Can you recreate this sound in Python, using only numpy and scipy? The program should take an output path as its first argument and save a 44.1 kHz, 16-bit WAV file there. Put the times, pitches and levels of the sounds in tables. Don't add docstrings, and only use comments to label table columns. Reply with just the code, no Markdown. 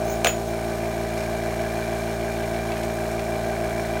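import sys
import numpy as np
from scipy import signal
from scipy.fft import rfft, irfft, next_fast_len
from scipy.io import wavfile

SR = 44100
rng = np.random.default_rng(int(sys.argv[2]) if len(sys.argv) > 2 else 0)


def pcm_store(signal):
    levels = np.round(np.clip(np.atleast_2d(signal), -1, 1) * 32767)
    wavfile.write(sys.argv[1], SR, levels.astype(np.int16).T)


N = 176400
T = np.arange(N) / SR

TURN_HZ, MAINS_HZ = 56.772, 60
THUMP_AT_TURN, MOUNT_LAG_RAD = .14, .96
# start_s, level_db, cutoff_hz, decay_s, bowl_push_db
KNOCKS = [(0.2461, -8, 14000, 0.002, -4.5), (0.2553, -25, 9000, 0.0025, -21), (0.2592, -12, 1600, .003, -5),
          (0.2694, -10, 12000, 0.0025, -23), (0.2708, -16, 3400, 0.0024, -9.5),
          (0.2808, -38, 12000, 0.006, -34), (0.284, -27, 3500, 0.016, -37)]


def from_db(db):
    return 10 ** (np.asarray(db) / 20)


def unit_rms(x):
    return x / np.sqrt(np.mean(x ** 2) + 1e-20)


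def fader(points):
    return from_db(np.interp(T, *np.transpose(points)))


def drift(rate_hz):
    step, warm_up = 40, 2000
    pole = np.exp(-2 * np.pi * step * rate_hz / SR)
    noise = rng.standard_normal(N // step + warm_up + 2)
    slow = signal.lfilter([1], [1, -2 * pole, pole * pole], noise)[warm_up:]
    return np.interp(np.arange(N) / step, np.arange(len(slow)), unit_rms(slow))


def colour(x, points):
    size = next_fast_len(N + SR // 4, True) // 2 * 2
    hz, db = np.transpose(sorted(points))
    bin_hz = np.fft.rfftfreq(size, 1 / SR)
    gain = unit_rms(from_db(np.interp(np.log(bin_hz + 1), np.log(hz), db)))
    cepstrum = irfft(np.log(gain))
    cepstrum[1:size // 2] *= 2
    cepstrum[size // 2 + 1:] = 0
    return irfft(rfft(x, size) * np.exp(rfft(cepstrum)))[:N]


def clicks(start_s, level_db):
    out = np.zeros(N)
    inside = (start_s >= 0) & (start_s < N / SR)
    np.add.at(out, (start_s[inside] * SR).astype(int), from_db(level_db)[inside])
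    return out


def bursts(hits, decay_s):
    envelope = signal.lfilter([1], [1, -np.exp(-1 / (decay_s * SR))], hits + 1e-18)
    return envelope * rng.standard_normal(N)


def impact(start_s, level_db, cutoff_hz, decay_s):
    lowpass = signal.butter(2, cutoff_hz, fs=SR, output="sos")
    hit = clicks(np.array([start_s]), np.array([level_db]))
    return signal.sosfilt(lowpass, bursts(hit, decay_s))


def ring(hits, hz, t60_s):
    r, w = from_db(-60 / (t60_s * SR)), 2 * np.pi * hz / SR
    return signal.lfilter([0, np.sin(w)], [1, -2 * r * np.cos(w), r * r], hits + 1e-18)


def in_room(x, wet_db, t60_s=.25, predelay_s=.004):
    t = T[:SR // 2]
    tail = rng.standard_normal(len(t)) * from_db(-60 * t / t60_s) * (t > predelay_s)
    return x + from_db(wet_db) * signal.fftconvolve(x, tail / np.linalg.norm(tail))[:N]


def slip_angle(t, peak_s=.525):
    return 4 * np.pi * (MAINS_HZ - TURN_HZ) * (t - peak_s)


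def motor():
    # turn_harmonic, level_db, throb_depth, throb_delay_s
    harmonics = [(1, -37.5, 0, 0), (2, -37, .06, 0.0023), (3, -39, 0.02, 0.028), (4, -37.5, 0.09, 0),
                 (5, -57, 0.6, 0.11), (6, -38, 0.47, 0), (7, -36, 0.19, 0.035), (8, -49.5, 0.77, 0.062)]
    mount_hz, mount_width_hz, waver = 380.4, 23, .012
    angle = 2 * np.pi * (TURN_HZ * T - THUMP_AT_TURN)
    out = 0
    for k, db, depth, delay_s in harmonics:
        lag = MOUNT_LAG_RAD + 2 * np.arctan2(mount_width_hz / 2, mount_hz - k * TURN_HZ)
        throb = 1 + depth * np.exp(1j * slip_angle(T - delay_s)) + waver * k * drift(8)
        out += np.sqrt(2) * from_db(db) * (throb * np.exp(1j * (k * angle - lag))).real
    return out


def slip_tones():
    # turn_harmonic, level_db
    tones = [(11, -61), (12, -45)]
    angle = 2 * np.pi * (TURN_HZ * T - THUMP_AT_TURN)
    lag = MOUNT_LAG_RAD + slip_angle(T)
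    return sum(np.sqrt(2) * from_db(db) * np.cos(k * angle - lag) for k, db in tones)


def bowl_drone():
    # multiple of half the turn rate, level_db
    partials = [(7, -56), (11, -52.5), (13, -55.5), (15, -52), (18, -51), (19, -49), (20, -46.5), (21, -51),
                (22, -34), (23, -37.5), (24, -38.5), (25, -47.5), (26, -51), (27, -44.5), (28, -44),
                (29, -62), (30, -54), (33, -62), (34, -74), (35, -54.5), (36, -69), (41, -57.5), (42, -54),
                (53, -54), (55, -76), (57, -61.5)]
    # freq_hz, gain_db
    rumble_eq = [(15, -27), (45, -4), (130, -7.5), (280, -6), (370, -5.5), (460, -5), (530, -9), (600, -7),
                 (662, 1), (715, 2), (800, -3.5), (900, -10.5), (1500, -26), (4000, -45.5)]
    # time_s, gain_db
    swell = [(0, 2.5), (.22, 1), (.45, -.5), (1.2, -0.2), (2.2, -0.5), (3.1, -0.2), (3.35, 1), (4, .5)]
    rumble_db, waver_depth, throb_depth, throb_delay_s = -38, .18, .084, .03
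    centre_hz, delay_s, smear_s_per_hz = 626, .0111, .00031
    out = from_db(rumble_db) * colour(rng.standard_normal(N), rumble_eq)
    for k, db in partials:
        hz = k * TURN_HZ / 2
        offset_hz = hz - centre_hz
        lag_cycles = offset_hz * (delay_s + smear_s_per_hz * offset_hz / 2)
        cycles = hz * (T - THUMP_AT_TURN / TURN_HZ) - lag_cycles
        waver = 1 + waver_depth * (drift(20) + 1j * drift(20))
        out += np.sqrt(2) * from_db(db) * (waver * np.exp(2j * np.pi * cycles)).real
    throb = 1 + throb_depth * np.cos(slip_angle(T - throb_delay_s))
    return out * throb * fader(swell)


def rattle():
    # position_turns, relative_db, scatter_turns
    contacts = [(0.418, -1.5, .035), (.55, -8.5, .06), (0.718, -9.5, 0.083), (0.982, -6, 0.045)]
    # freq_hz, gain_db
    plastic_eq = [(300, -25), (800, 2.5), (1000, 3), (1200, -3.5), (1350, -3.5), (1600, 8), (1880, -3),
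                  (1990, 2), (2120, -2), (2270, 5), (2380, 9.5), (2480, -6.5), (2800, -8.5), (4200, -12),
                  (8000, -37.5)]
    # time_s, level_db
    swell = [(0, -40.5), (.22, -40.5), (.44, -45), (.52, -40), (1.1, -38.5), (1.9, -36.5), (2.2, -38.5),
             (2.7, -37.5), (3.1, -40), (3.5, -37.5), (4, -36.5)]
    spread_db, throb_db, throb_delay_s = .5, .85, .023
    turns = np.arange(int(N / SR * TURN_HZ) + 1)
    hits = 0
    for position, db, scatter in contacts:
        jitter, force = rng.standard_normal((2, len(turns)))
        start_s = (turns + position + scatter * jitter) / TURN_HZ
        throb = np.cos(slip_angle(start_s - throb_delay_s))
        hits += clicks(start_s, db + spread_db * force + throb_db * throb)
    buzz = colour(bursts(hits, decay_s=.0027), plastic_eq)
    return fader(swell) * unit_rms(in_room(buzz, wet_db=-11))


def grit():
    # freq_hz, gain_db
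    hiss_eq = [(200, -6.5), (1000, 8), (2700, -0.5), (3500, -1.5), (4250, 2), (4800, -4), (5400, 2.5),
               (5950, -1.5), (6600, 1), (7400, -3), (8100, -2), (8600, -2.5), (9300, -1), (10300, -7),
               (11500, -5), (13500, -8), (15700, -9.5)]
    level_db, grains_per_s, spread_db = -41, 16000, .5
    pulse_db, peak_at_turn, drift_db = 1.26, .86, .28
    grains = (rng.random(N) < grains_per_s / SR) * rng.standard_normal(N)
    grains *= from_db(spread_db * rng.standard_normal(N))
    toss_db = pulse_db * np.cos(2 * np.pi * (TURN_HZ * T - peak_at_turn)) + drift_db * drift(12)
    return from_db(level_db + toss_db) * unit_rms(colour(grains, hiss_eq))


def clinks():
    # start_s, first_piece_db, second_piece_db
    strikes = [(.05, -56, -41), (.078, -46, -41), (.098, -39, -34), (.122, -38, -37), (.2457, -48, -32),
               (0.256, -31, -25), (.273, -19, -28), (.476, -56, -42), (2.833, -54, -51)]
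    # pitch_hz, gain_db, t60_s
    first_modes = [(6920, -0.5, 0.22), (15045, -23, .2), (15690, -26, .2)]
    # pitch_hz, gain_db, t60_s
    second_modes = [(6260, -4, 0.18), (6420, -22, .12), (6546, -9, .14), (15400, -7, .2), (15740, -14, .18)]
    start_s, first_db, second_db = np.transpose(strikes)
    out = 0
    for strike_db, modes in ((first_db, first_modes), (second_db, second_modes)):
        for hz, db, t60_s in modes:
            out += ring(clicks(start_s, strike_db + db), hz, t60_s)
    return out


def ticks():
    # start_s, level_db, cutoff_hz
    touches = [(.09, -55, 12000), (1.176, -32, 12000), (1.205, -32, 8000), (1.235, -34, 8000),
               (2.434, -32, 3600), (2.5415, -31, 4000), (2.7186, -30, 4970), (2.769, -30, 3500),
               (2.833, -32, 12000), (3.114, -35, 12000), (3.193, -30, 5000)]
    # freq_hz, gain_db
    tick_eq = [(500, -28), (1500, 5), (2300, 8), (2700, 5), (3200, -2), (6000, 0), (10000, -6),
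               (16000, -26)]
    return colour(sum(impact(*touch, decay_s=.0067) for touch in touches), tick_eq)


def knocks():
    # freq_hz, gain_db
    knock_eq = [(100, -32), (350, -21), (520, -13), (680, -1), (950, -6), (1250, -0.5), (1800, 1),
                (2400, 0), (2950, 2), (4000, -5.5), (4800, -11.5), (5500, -6.5), (7300, -8.5), (8200, -8),
                (12000, -16.5), (16000, -16)]
    return colour(sum(impact(*knock[:-1]) for knock in KNOCKS), knock_eq)


def bowl_ring():
    # pitch_hz, gain_db, t60_s
    modes = [(488, -16.5, 0.15), (586, -10, 0.024), (669, -4.5, .04), (770, -10.5, 0.028),
             (1220, -17.5, 0.041), (2305, -15, 0.038)]
    start_s, *_, push_db = np.transpose(KNOCKS)
    blows = clicks(start_s, push_db)
    return sum((-1) ** k * from_db(db) * ring(blows, hz, t60_s)
               for k, (hz, db, t60_s) in enumerate(modes))


def scene():
    tumbler = motor() + slip_tones() + bowl_drone() + rattle() + grit()
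    pieces = clinks() + in_room(knocks() + ticks(), wet_db=-7) + bowl_ring()
    return (tumbler + pieces)[None]


def record(dry):
    ceiling, cutoff_hz = .9, 15850
    lowpass = signal.ellip(12, .1, 80, cutoff_hz, fs=SR, output="sos")
    return signal.sosfilt(lowpass, ceiling * np.tanh(dry / ceiling))


dry = scene()
out = record(dry)
pcm_store(out)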